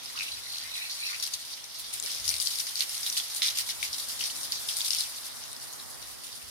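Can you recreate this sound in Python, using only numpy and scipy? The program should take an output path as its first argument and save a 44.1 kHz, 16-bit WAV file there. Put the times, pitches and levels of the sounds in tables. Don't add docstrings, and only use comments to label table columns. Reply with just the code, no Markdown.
import sys
import numpy as np
from scipy import signal
from scipy.fft import rfft, irfft, next_fast_len
from scipy.io import wavfile
from scipy.ndimage import uniform_filter1d

SR = 44100
rng = np.random.default_rng(int(sys.argv[2]) if len(sys.argv) > 2 else 0)


def gain_from_decibels(decibels):
    exponent = np.asarray(decibels, float) / 20
    return 10 ** exponent


def wav_record(signal):
    frames = np.transpose(np.atleast_2d(signal))
    bounded = np.clip(frames, -1, 1)
    quanta = np.round(bounded * 32767).astype(np.int16)
    wavfile.write(sys.argv[1], SR, quanta)


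N = 286650
TIME = np.arange(N) / SR


def evened(x):
    return x / np.sqrt(np.mean(x ** 2) + 1e-20)


def read(points, hz):
    f, value = np.transpose(points)
    return np.interp(np.log(hz + 1), np.log(f + 1), value)


def coloured(x, gain):
    size = next_fast_len(N + 4096)
    spectrum = rfft(x, size) * gain(np.fft.rfftfreq(size, 1 / SR))
    return irfft(spectrum, size)[..., :N]


def add(mix, start_s, sound):
    part = mix[..., max(round(start_s * SR), 0):][..., :sound.shape[-1]]
    part += sound[..., :part.shape[-1]]


# start_s, flow_db, thumb_fan_0_to_1, left_minus_right_db
HOSE_FLOW = [
    (0.0, -43, 0, 1.5),
    (1.18, -41.5, 0.35, 2),
    (1.751, -44.5, 0, 0),
    (2.41, -39.5, 0.4, 3),
    (2.7, -40, 0.6, 1),
    (4.56, -42.5, 0.85, 2),
    (4.82, -37.5, 0.94, 2.5),
    (5.25, -44, 0.42, 1.5),
    (5.96, -47.5, 0.8, 0.5),
    (6.5, -46, 0.24, 0.5),
]
# start_s, level_db, mist_share_db, length_s
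SLUG_SLAPS = [(0.16, -33, -14, 0.083), (0.22, -39, 1, 0.044), (1.262, -34, 0, 0.02),
              (1.929, -32.5, 1.5, 0.04), (2.031, -35.5, 2, 0.075), (2.062, -33, -14.5, 0.077),
              (2.279, -33, 7, 0.04), (2.34, -41, 7, 0.032), (2.597, -33.5, 1, 0.03),
              (2.669, -34, -5, 0.024), (2.79, -30, -3, 0.022), (2.806, -26, -3.5, 0.032),
              (2.893, -37, 0, 0.29), (3.062, -32.5, 0, 0.049), (3.168, -25.5, -1, 0.031),
              (3.357, -36.5, 5, 0.038), (3.42, -22.5, -10, 0.048), (3.463, -28.5, -11, 0.057),
              (3.55, -33, -3, 0.04), (3.572, -27, -0.5, 0.043), (3.691, -28, -6.5, 0.029),
              (3.828, -27.5, -2.5, 0.039), (4.192, -32, -2, 0.044), (4.206, -31.5, -7, 0.029),
              (4.8, -33, -12, 0.027), (5.247, -40, 3.5, 0.05), (5.726, -40.5, 1.5, 0.025),
              (6.023, -41.5, -4, 0.054), (6.235, -42, 1, 0.06)]
# start_s, level_db, mist_share_db, length_s
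LEAF_SHEETS = [(0.896, -31.5, -9, 0.065), (1.055, -32.5, -11, 0.09), (1.226, -23.5, -6.5, 0.021),
               (1.337, -28.5, -4.5, 0.014), (1.53, -35.5, -20, 0.033), (1.748, -36.5, -17, 0.04),
               (1.841, -35, -11, 0.058), (2.105, -32.5, -5, 0.1), (2.243, -29, -5.5, 0.11),
               (2.4, -31, 3.5, 0.05), (2.463, -28.5, -2, 0.031), (2.505, -30.5, -2, 0.055),
               (2.765, -30, -22, 0.038), (3.03, -30, -7, 0.04), (3.126, -33.5, -3, 0.12),
               (3.452, -34, 4, 0.035), (3.93, -30, -19, 0.023), (3.982, -33, -0.5, 0.057),
               (4.087, -32, 0.5, 0.046), (4.352, -35, 1, 0.093), (4.437, -34, -6, 0.039),
               (4.523, -29, -9, 0.07), (4.686, -28.5, -3, 0.054), (4.768, -36.5, 6, 0.032),
               (4.846, -33, 3.5, 0.06), (4.905, -28, -5.5, 0.11), (4.989, -29.5, -1, 0.051),
               (5.61, -40, 0.5, 0.066), (6.318, -39, -16, 0.02)]
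# start_s, level_db, mist_share_db
RIM_DRIBBLES = [(0.574, -43, -12), (0.76, -41, 0), (1.45, -42, 0), (1.785, -44, 8), (2.553, -33.5, -4),
                (3.3, -33.5, -4), (4.239, -28.5, -4.5), (4.299, -34, -22), (5.05, -42, -2),
                (5.161, -38, 1.5), (5.366, -42, 0), (5.436, -41, -17), (5.9, -48, 6), (6.42, -51, 1),
                (6.08, -48.5, 6.5), (6.115, -51, 6), (6.35, -49, 8), (3.665, -36, 0), (3.85, -38, -5)]


def water_power():
    start_s, flow_db, fan, _ = np.transpose(HOSE_FLOW)
    large_db, mist_db = np.interp(fan, (0, 1), (-8.5, -10.5)), np.interp(fan, (0, 1), (-5, 0.7))
    shares_db = (large_db, -1.5, mist_db)
    steady = gain_from_decibels([np.interp(TIME, start_s, flow_db + share) for share in shares_db]) ** 2

    bursts, t = np.zeros((3, N)), np.arange(9000) / SR
    dribble_s = 0.044
    thin = LEAF_SHEETS + [(*row, dribble_s) for row in RIM_DRIBBLES]
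    for rows, large_share_db in ((SLUG_SLAPS, -7), (thin, -13.5)):
        for s, level_db, mist_share_db, length_s in rows:
            attack = 1 - np.exp(-t / 0.00068)
            body = np.exp(-(t / (0.85 * length_s)) ** 2)
            click, tail = 0.51 * np.exp(-t / 0.0012), 0.023 * np.exp(-t / 0.049)
            size_db = level_db - 5.0 + np.array([[large_share_db], [0], [mist_share_db]])
            add(bursts, s - 0.001, gain_from_decibels(size_db) ** 2 * attack * (body + click + tail))

    landings = (rng.random(N) < 220 / SR) * rng.exponential(1, N)
    clumps = signal.lfilter([1], [1, -np.exp(-1 / (0.003 * SR))], landings)
    ragged = 1.9 + evened(clumps) ** 1.3
    slow = uniform_filter1d(rng.standard_normal((3, N)), size=900)
    surges_db = evened(uniform_filter1d(slow, size=900))
    uneven = gain_from_decibels(surges_db + 0.3 * surges_db[1]) ** 2 * np.sqrt(ragged)
    return steady * uneven / uneven.mean() + bursts * ragged / ragged.mean()


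def plink(hz, cycles, glide, lag, phase, rise=0.36):
    u = np.maximum(np.arange(600) - lag, 0) / SR * hz / cycles
    swell = (u / rise) ** 2 * np.exp(2 - 2 * u / rise)
    return swell * np.sin(2 * np.pi * (cycles * u * (1 + glide * u) + phase))


# freq_hz, level_db_per_hz
SPLASH_COLOUR = [(410, -50), (700, -42), (1200, 3), (1710, -16.5), (2100, -15), (2560, -15), (3640, -2),
                 (4670, 0.5), (5840, -1), (7200, -9), (8210, -12.5), (9480, -6), (10400, -10.5),
                 (12300, -14), (16000, -29)]


def patter(low_hz, high_hz, per_s, cycles, hiss, spread_db=3.0, count=24):
    loudness = gain_from_decibels(spread_db * np.minimum(rng.exponential(1, N), 2.5))
    hits = loudness * (rng.random(N) < per_s / SR)
    kind, drops = rng.integers(0, count, N), np.zeros((2, N))
    for k, hz in enumerate(np.geomspace(low_hz, high_hz, count)):
        glide, lag, phase, long = rng.random(4)
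        pair = np.array([side * plink(hz, cycles * (0.5 + long), 0.19 * glide, late, phase)
                         for side, late in ((1.0, 0.014), (-0.36, 60 * lag))])
        rain = signal.oaconvolve((hits * (kind == k))[None], pair, axes=1)[:, :N]
        drops += hz / low_hz * rain / np.sqrt(0.5 + long)
    noise = rng.standard_normal((2, N)) * np.sqrt(SR / 2 / (high_hz - low_hz))
    mixed = np.sqrt(1 - hiss) * evened(drops) + np.sqrt(hiss) * noise

    def band(hz):
        edges = (1 + (low_hz / (hz + 1)) ** 16) * (1 + (hz / high_hz) ** 16)
        return gain_from_decibels(read(SPLASH_COLOUR, hz)) / np.sqrt(edges)

    return evened(coloured(mixed, band))


def clumped(x):
    z = signal.stft(x, nperseg=256)[2]
    rough = uniform_filter1d(rng.standard_normal(z.shape[1:]), size=4, axis=0)
    patches = evened(uniform_filter1d(rough, size=12, axis=1))
    depth_db = np.linspace(1.7, 0.35, len(patches))[:, None]
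    lift = gain_from_decibels(depth_db * patches)
    lift /= np.sqrt(np.mean(lift ** 2, axis=1, keepdims=True))
    return signal.istft(z * lift, nperseg=256)[1][:, :N]


# low_hz, high_hz, drops_per_s, ring_cycles, hiss_share
DROP_SIZES = [
    (1802, 3080, 900, 11.6, 0.64),
    (3090, 6570, 2500, 8.5, 0.59),
    (6960, 15700, 4700, 9, 0.51),
]


def spray():
    start_s, *_, pan_db = np.transpose(HOSE_FLOW)
    pan = gain_from_decibels(np.interp(TIME, start_s, pan_db - 0.6) * [[0.5], [-0.5]])
    rain = sum(np.sqrt(power) * patter(*size) for power, size in zip(water_power(), DROP_SIZES))
    return pan * clumped(rain)


# start_s, peak_db, pitch_hz, left_minus_right_db
BIG_DROPS = [(0.2086, -19, 2460, 6), (1.3412, -20.5, 4100, 9), (2.062, -22.5, 5260, 17),
             (2.28, -16, 4970, 17), (2.2915, -16.5, 5560, 18), (2.303, -17, 4700, 11),
             (2.341, -21, 4300, 14), (2.4012, -15.5, 4870, 13), (2.4598, -21, 4600, 14),
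             (2.4729, -14.5, 4500, 11), (2.6019, -21, 5060, 11), (2.7568, -18.5, 4440, 9),
             (2.807, -13.5, 4100, -1), (2.8216, -22, 4000, -7), (3.0647, -20.5, 3600, -3),
             (3.1722, -25, 4600, -8), (3.4204, -14.5, 3800, -2), (3.4278, -20, 3480, 5),
             (3.433, -17, 3950, 7), (3.4834, -14.5, 3650, 0), (3.8288, -19, 2220, 5),
             (3.9314, -20.5, 5050, 3), (4.5218, -15, 4600, -1), (4.6896, -21, 3500, 16),
             (4.8067, -17, 3540, 6), (4.8483, -21.5, 4700, 17), (4.9067, -17, 4900, 19),
             (4.986, -19, 5070, 17), (5.0092, -18, 4250, 11)]
# start_s, peak_db, pitch_hz
HOSE_DRIPS = [(0.05, -32, 5100), (0.23, -27.0, 3600), (0.45, -36, 3960), (0.5844, -22, 4730),
              (0.54, -32, 3200), (0.754, -30, 3220), (1.227, -22, 5600), (1.253, -22, 4760),
              (1.2, -21, 5380), (1.5383, -26.5, 4260), (2.255, -24, 4960), (2.3654, -23, 5100),
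              (2.2, -26, 5460), (3.0745, -20, 3800), (3.1264, -22, 4770), (3.4203, -25, 2040),
              (3.456, -20, 4000), (3.4626, -16.5, 4860), (3.587, -19, 5100), (3.7, -19, 4800),
              (4.6885, -26, 4600), (2.6, -20, 5900), (0.19, -21, 3900), (3.8295, -26, 2900),
              (3.2, -19.5, 3300), (4.2098, -21.5, 2870), (4.24, -19.5, 5300), (4.816, -17.5, 4400),
              (4.916, -25, 4100), (4.9335, -17, 5300), (4.949, -18, 4600), (5.4384, -28.5, 5900),
              (5.8, -31, 3850), (6.028, -32, 5600), (5.6, -34, 5700), (5.945, -35, 5300),
              (5.565, -29.5, 5000), (0.57, -27, 4050), (4.699, -28, 3100), (3.47, -27, 5000),
              (3.1, -16, 5700), (2, -19.5, 7200), (1.339, -20, 6400), (2.4167, -22.5, 3660)]
# start_s, peak_db
PORT_PINGS = [(1.938, -24), (1.941, -25), (2.026, -23), (2.383, -23), (2.4166, -30), (2.426, -21),
              (2.4528, -24), (2.8945, -25), (3.1758, -24), (3.1804, -21), (3.3487, -21.5), (3.37, -30),
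              (4.27, -27), (4.433, -23), (4.769, -19.5), (4.885, -21), (5.531, -27.5)]
# start_s, peak_db, pitch_hz, left_minus_right_db
SLUG_SPATTER = [(0.059, -32, 5070, -12), (0.321, -27, 4470, 8), (0.7802, -30, 3880, 11),
                (0.8966, -38, 4240, -6), (0.906, -33, 4460, -7), (0.923, -32, 4540, -5),
                (1.2081, -36, 4570, -13), (1.2661, -23, 4600, 14), (1.642, -31.5, 5570, 17),
                (2.0265, -31, 5990, 12), (2.1068, -29, 5320, 11), (2.1483, -26, 5170, 14),
                (2.5251, -33, 5140, 5), (2.5563, -24.5, 5190, 12), (2.5867, -25, 3960, 10),
                (2.772, -26, 4270, 0), (2.7967, -25, 5960, 5), (2.9455, -29, 4390, 6),
                (2.9797, -25.5, 5620, -3), (2.9928, -31, 5790, -2), (3.175, -19, 4370, -1),
                (3.1783, -24, 4670, 2), (3.3643, -25, 6270, 7), (3.5556, -25, 4780, 2),
                (3.611, -26, 4740, -1), (3.823, -33, 5380, 17), (3.83, -24, 3550, 6),
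                (3.9991, -25, 4500, 14), (4.1318, -27, 4800, 7), (4.2127, -26, 5700, 11),
                (4.2566, -27, 5230, 14), (4.3159, -29, 4310, 1), (4.73, -27, 5170, 9),
                (4.782, -30, 4800, 2), (4.8813, -22.5, 5120, 11), (4.911, -24, 5230, 8),
                (4.918, -23, 4800, 9), (4.967, -26, 4340, 8), (5.006, -21, 4860, 14),
                (5.0164, -27, 4050, -3), (5.1486, -35, 5500, 9), (5.185, -31, 3850, 5),
                (5.2668, -30, 5150, 8), (5.7354, -34, 6420, 11), (6.3282, -30.5, 5100, -2)]
# start_s, peak_db, pitch_hz
FINE_SPARKS = [(1.0048, -32, 9150), (2.039, -31, 9600), (2.1276, -32, 9970), (2.162, -35, 9560),
               (2.2799, -22, 9630), (2.3128, -25, 9350), (2.342, -30, 9170), (2.4604, -31, 9040),
               (2.5883, -24, 11000), (2.5979, -23, 9860), (2.695, -33, 9370), (2.979, -36, 8050),
               (3.093, -31, 9300), (3.1266, -30, 10700), (3.3663, -30, 9300), (3.4323, -28, 9300),
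               (3.4722, -29, 9000), (3.4808, -33, 9520), (3.7044, -29, 9650), (3.8199, -31, 9390),
               (4.0868, -29, 9700), (4.2059, -31, 8800), (4.2779, -29.5, 9260), (4.3647, -33, 9520),
               (4.5163, -34, 9800), (4.6957, -31, 9730), (4.7877, -28, 8980), (4.8003, -29, 9560),
               (4.8484, -30, 9670), (4.9357, -28, 9500), (4.949, -28, 9800), (5.008, -25, 9350),
               (5.5167, -35, 9930),
               (5.7299, -39, 9710), (5.902, -40, 9700), (6.0193, -40, 9240), (6.2386, -39, 9350),
               (6.269, -34.5, 9330), (6.4278, -39, 9120)]
# start_s, peak_db, pitch_hz
SOIL_BUBBLES = [(0.0999, -43, 1990), (0.1547, -45, 1170), (0.1767, -30.5, 2700), (0.1988, -31, 2500),
                (0.22, -30, 2460), (0.2239, -38, 2610), (0.2829, -36, 2600), (0.2877, -39, 2540),
                (0.3726, -44, 2450), (0.4697, -42, 1960), (0.5604, -41, 2540), (0.7578, -38, 2580),
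                (0.7684, -39, 2100), (0.789, -42, 2270), (0.8226, -38, 2450), (0.8535, -38, 2390),
                (1.0313, -38, 2450), (1.0994, -36, 2240), (1.1169, -44, 2060), (1.1316, -36, 2060),
                (1.1541, -37, 2530)]
# start_s, peak_db, pitch_hz
PUDDLE_PLOPS = [(1.2801, -43, 2670), (2.0516, -41, 2280), (2.0759, -41, 2020), (2.2793, -39, 2730),
                (2.3147, -36, 2270), (2.3409, -35.5, 2350), (2.4699, -40, 2990), (2.6736, -44, 1840),
                (2.7722, -39, 2990), (2.8071, -33, 2990), (2.8234, -30, 2860), (2.9444, -36.5, 2950),
                (3.0644, -34, 2990), (3.1693, -30, 2900), (3.3609, -43, 2990), (3.4542, -36, 2320),
                (3.6917, -36, 2090), (4.1005, -41, 2950), (4.2262, -33, 3050), (4.2582, -41, 2630),
                (4.2998, -34, 2890), (4.6962, -33, 2890), (4.8843, -41, 2410), (4.9071, -34, 2860),
                (4.9521, -34, 2930)]


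def all_drops():
    start_s, *_, pan_db = np.transpose(HOSE_FLOW)
    ping_hz, ping_pan_db = 9230, 12.5
    swing = 4.5
    rows = BIG_DROPS + [(s, db, hz, swing * np.interp(s, start_s, pan_db)) for s, db, hz in HOSE_DRIPS]
    rows += [(s, db, ping_hz, ping_pan_db) for s, db in PORT_PINGS]
    rows += [(s, db + 1, hz, side_db) for s, db, hz, side_db in SLUG_SPATTER]
    rows += [(s, db + 3.5, hz, ping_pan_db) for s, db, hz in FINE_SPARKS]
    rows += [(s, db + 6, hz, 1.5) for s, db, hz in SOIL_BUBBLES + PUDDLE_PLOPS]
    return rows


def big_drops():
    rings, spits, t = np.zeros((2, N)), np.zeros((2, N)), np.arange(600) / SR
    spit_shape = 0.9 * np.exp(-t / 0.0011) + 0.5 * np.exp(-(t / 0.0027) ** 2) + 0.31 * np.exp(-t / 0.0044)
    spit_hz = 3500.0
    for (s, peak_db, hz, pan_db), (lag, phase) in zip(all_drops(), rng.random((400, 2))):
        level = gain_from_decibels(peak_db + pan_db * np.array([[0.5], [-0.5]]))
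        cycles = 3.14 + hz / 1390.0
        late = (np.round((8 + 40 * lag) * hz / SR) + 1 / 3) * SR / hz
        left = plink(hz, cycles, 0.018, 0, phase, 0.37)
        right = -plink(hz, cycles, 0.0035, late, phase, 0.4)
        add(rings, s - 0.25 * cycles / hz - 0.0003, level * np.array([left, right]))
        spit = rng.standard_normal((2, 600)) * spit_shape
        add(spits, s - 0.0008, level * min(hz / spit_hz, 1) ** 2 * spit)
    spits = coloured(spits, lambda hz: gain_from_decibels(read(SPLASH_COLOUR, hz)) / (1 + (2500.0 / (hz + 1)) ** 8))
    return gain_from_decibels(-0.5) * rings + gain_from_decibels(-6.5) * spits


def resonate(x, hz, width_hz):
    turn = np.exp(2j * np.pi * np.cumsum(hz) / SR)
    r = np.exp(-np.pi * width_hz / SR)
    return (turn * signal.lfilter([1 - r], [1, -r], x / turn)).real


# start_s, length_s, from_hz, to_hz, level_db
DEEP_POCKETS = [(0.15, 0.04, 1150, 1400, -46), (0.187, 0.044, 2350, 2630, -42),
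                (0.245, 0.086, 2590, 3200, -44), (0.432, 0.058, 2020, 1940, -52),
                (0.633, 0.06, 1900, 1970, -45), (0.742, 0.15, 2520, 2500, -42),
                (0.758, 0.065, 2060, 1950, -42), (0.84, 0.041, 1950, 1930, -48),
                (1.01, 0.09, 2450, 2500, -39.5), (1.074, 0.041, 1930, 2050, -41),
                (1.09, 0.048, 1300, 1500, -46), (1.125, 0.034, 1850, 2100, -41),
                (1.128, 0.033, 2300, 2590, -39)]
# start_s, length_s, from_hz, to_hz, level_db
SHALLOW_POCKETS = [
    (.25, 0.15, 3660, 4700, -39.5),
    (.45, 0.2, 4100, 4680, -37.5),
    (.69, 0.14, 3940, 3940, -40),
    (.83, 0.11, 3960, 4560, -41),
    (.98, 0.14, 4230, 4370, -36),
]


def gurgle():
    out = np.zeros(N)
    for rows, width_hz, scatter in ((DEEP_POCKETS, 360.0, 0.03), (SHALLOW_POCKETS, 520.0, 0.03)):
        pops = (rng.random(N) < 500.0 / SR) * rng.standard_normal(N)
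        drive = evened(pops) + 0.56 * rng.standard_normal(N)
        sizes = np.repeat(rng.standard_normal(N // 300 + 1), 300)[:N]
        for s, length_s, from_hz, to_hz, level_db in rows:
            u = np.linspace(-0.3, 1.3, round(1.6 * length_s * SR))
            at = round((s - 0.3 * length_s) * SR)
            span = slice(at, at + len(u))
            hz = np.interp(u, (0, 1), (from_hz, to_hz)) * np.exp(scatter * sizes[span])
            ring = evened(resonate(resonate(drive[span], hz, width_hz), hz, width_hz))
            add(out, at / SR, ring * gain_from_decibels(level_db - 7 * (2 * u - 1) ** 2))
    echo = np.roll(out, 33)
    return np.array([out, -0.5 * out - 0.53 * echo])


# freq_hz, t60_s
WALL_DECAY = [(1000, 0.28), (4000, 0.054), (12000, 0.059)]


def wall(x):
    out = np.zeros((2, N))
    for k in range(3):
        taps = np.zeros((2, 12000))
        at = np.arange(100, 11980, 20) + rng.integers(0, 20, (2, 594))
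        np.put_along_axis(taps, at, rng.choice([-1., 1.], at.shape), 1)
        hz, t, z = signal.stft(taps, SR, nperseg=256)
        decay = gain_from_decibels(-60 * t / read(WALL_DECAY, hz)[:, None])
        tail = signal.istft(z * decay, SR, nperseg=256)[1]
        turn = np.sqrt(2 / 3) * np.cos(2 * np.pi * (1.7 * TIME + k / 3))
        out += signal.oaconvolve(x * turn, tail / np.linalg.norm(tail[0]), axes=1)[:, :N]
    return out


# start_s, level_db, pitch_hz
FOOT_SCUFFS = [
    (2.045, -43, 436),
    (2.149, -50, 373),
]


def scuffs():
    out, shape = np.zeros(N), np.hanning(1800)
    for s, level_db, hz in FOOT_SCUFFS:
        rub = evened(resonate(rng.standard_normal(1800), np.full(1800, hz), 160.))
        add(out, s - 0.02, gain_from_decibels(level_db) * shape * rub)
    return np.array([out, -0.85 * out])


# start_s, level_db, hold_s
AIR_GUSTS = [
    (0.307, -48, 0.066),
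    (0.625, -51, 0.057),
    (1.85, -55, 0.13),
    (2.215, -38, 0.02),
    (2.27, -43, 0.1),
    (3.815, -47, 0.01),
    (3.895, -50, 0.01),
    (4.98, -55, 0.056),
    (5.988, -53, 0.15),
    (6.44, -47, 0.1),
]


def gust():
    a, b = rng.standard_normal((2, N))
    air = coloured(np.array([a + 0.19 * b, a - 0.23 * b]),
                   lambda hz: hz ** 3 / (1 + (hz / 39.0) ** 4.9) / (1 + (hz / 180.0) ** 6))
    rise_db_per_s, fall_db_per_s, calm_db = 800, 200, -72
    blow_db = [level_db - rise_db_per_s * np.maximum(s - TIME, 0)
               - fall_db_per_s * np.maximum(TIME - s - hold_s, 0) for s, level_db, hold_s in AIR_GUSTS]
    return evened(air) * gain_from_decibels(np.maximum(np.max(blow_db, axis=0), calm_db) - 10.0)


# freq_hz, level_db_per_hz
TOWN_COLOUR = [(18, -40), (30, 1), (99, 3), (140, -6.5), (255, -8), (291, -9.5), (1060, -6.5),
               (1680, -10.5), (1930, -8.5), (3000, -27), (3900, -77), (6600, -120)]
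# start_s, level_db, drone_share_db
TRAFFIC_LEVEL = [(0, -58, 3.5), (.9, -57, -4), (1.7, -60, 2.5), (2.1, -57, 2.5), (2.6, -57, -1),
                 (3.4, -55.5, -1.5), (4.5, -53.5, 1.5), (4.95, -55.5, -2.5), (5.9, -55, 3.5),
                 (6.5, -59.5, 3.5)]
# freq_hz, left_right_likeness
PORT_LIKENESS = [(60, -1.07), (180, -0.88), (550, -0.63), (1650, 0.42), (4970, -1.5), (15000, 0.0)]


def town():
    a, b = rng.standard_normal((2, N))
    start_s, level_db, drone_db = np.transpose(TRAFFIC_LEVEL)

    def same(hz):
        return np.clip(read(PORT_LIKENESS, hz), -1, 1)

    right = coloured(a, same) + coloured(b, lambda hz: np.sqrt(1 - same(hz) ** 2))
    hum = evened(coloured(np.array([a, right]), lambda hz: gain_from_decibels(read(TOWN_COLOUR, hz))))
    drone = coloured(hum, lambda hz: 1 / (1 + (130. / (hz + 1)) ** 4) / (1 + (hz / 480.) ** 4))
    drone_gain = gain_from_decibels(np.interp(TIME, start_s, drone_db)) - 1
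    return (hum + drone * drone_gain) * gain_from_decibels(np.interp(TIME, start_s, level_db) + 5.5)


def scene():
    water = spray() + big_drops() + gurgle()
    return water + gain_from_decibels(-8.5) * wall(water) + town() + scuffs() + gust()


def top_cut(x):
    return signal.sosfilt(signal.butter(12, 15900, fs=SR, output="sos"), x)


# freq_hz, left_minus_right_db
PORT_COLOUR = [(60, -5.5), (110, -1.5), (200, -5), (380, -2), (700, -5), (1290, -2), (2380, -1),
               (4400, -5.5), (8120, 5), (15000, -23.5)]


def record(dry):
    def port_gain(hz):
        sides = gain_from_decibels(read(PORT_COLOUR, hz) * [[0.5], [-0.5]])
        return sides * (hz < 15900) / (1 + (54.0 / (hz + 1)) ** 4)

    return top_cut(coloured(dry, port_gain))


dry = scene()
out = record(dry)
wav_record(out)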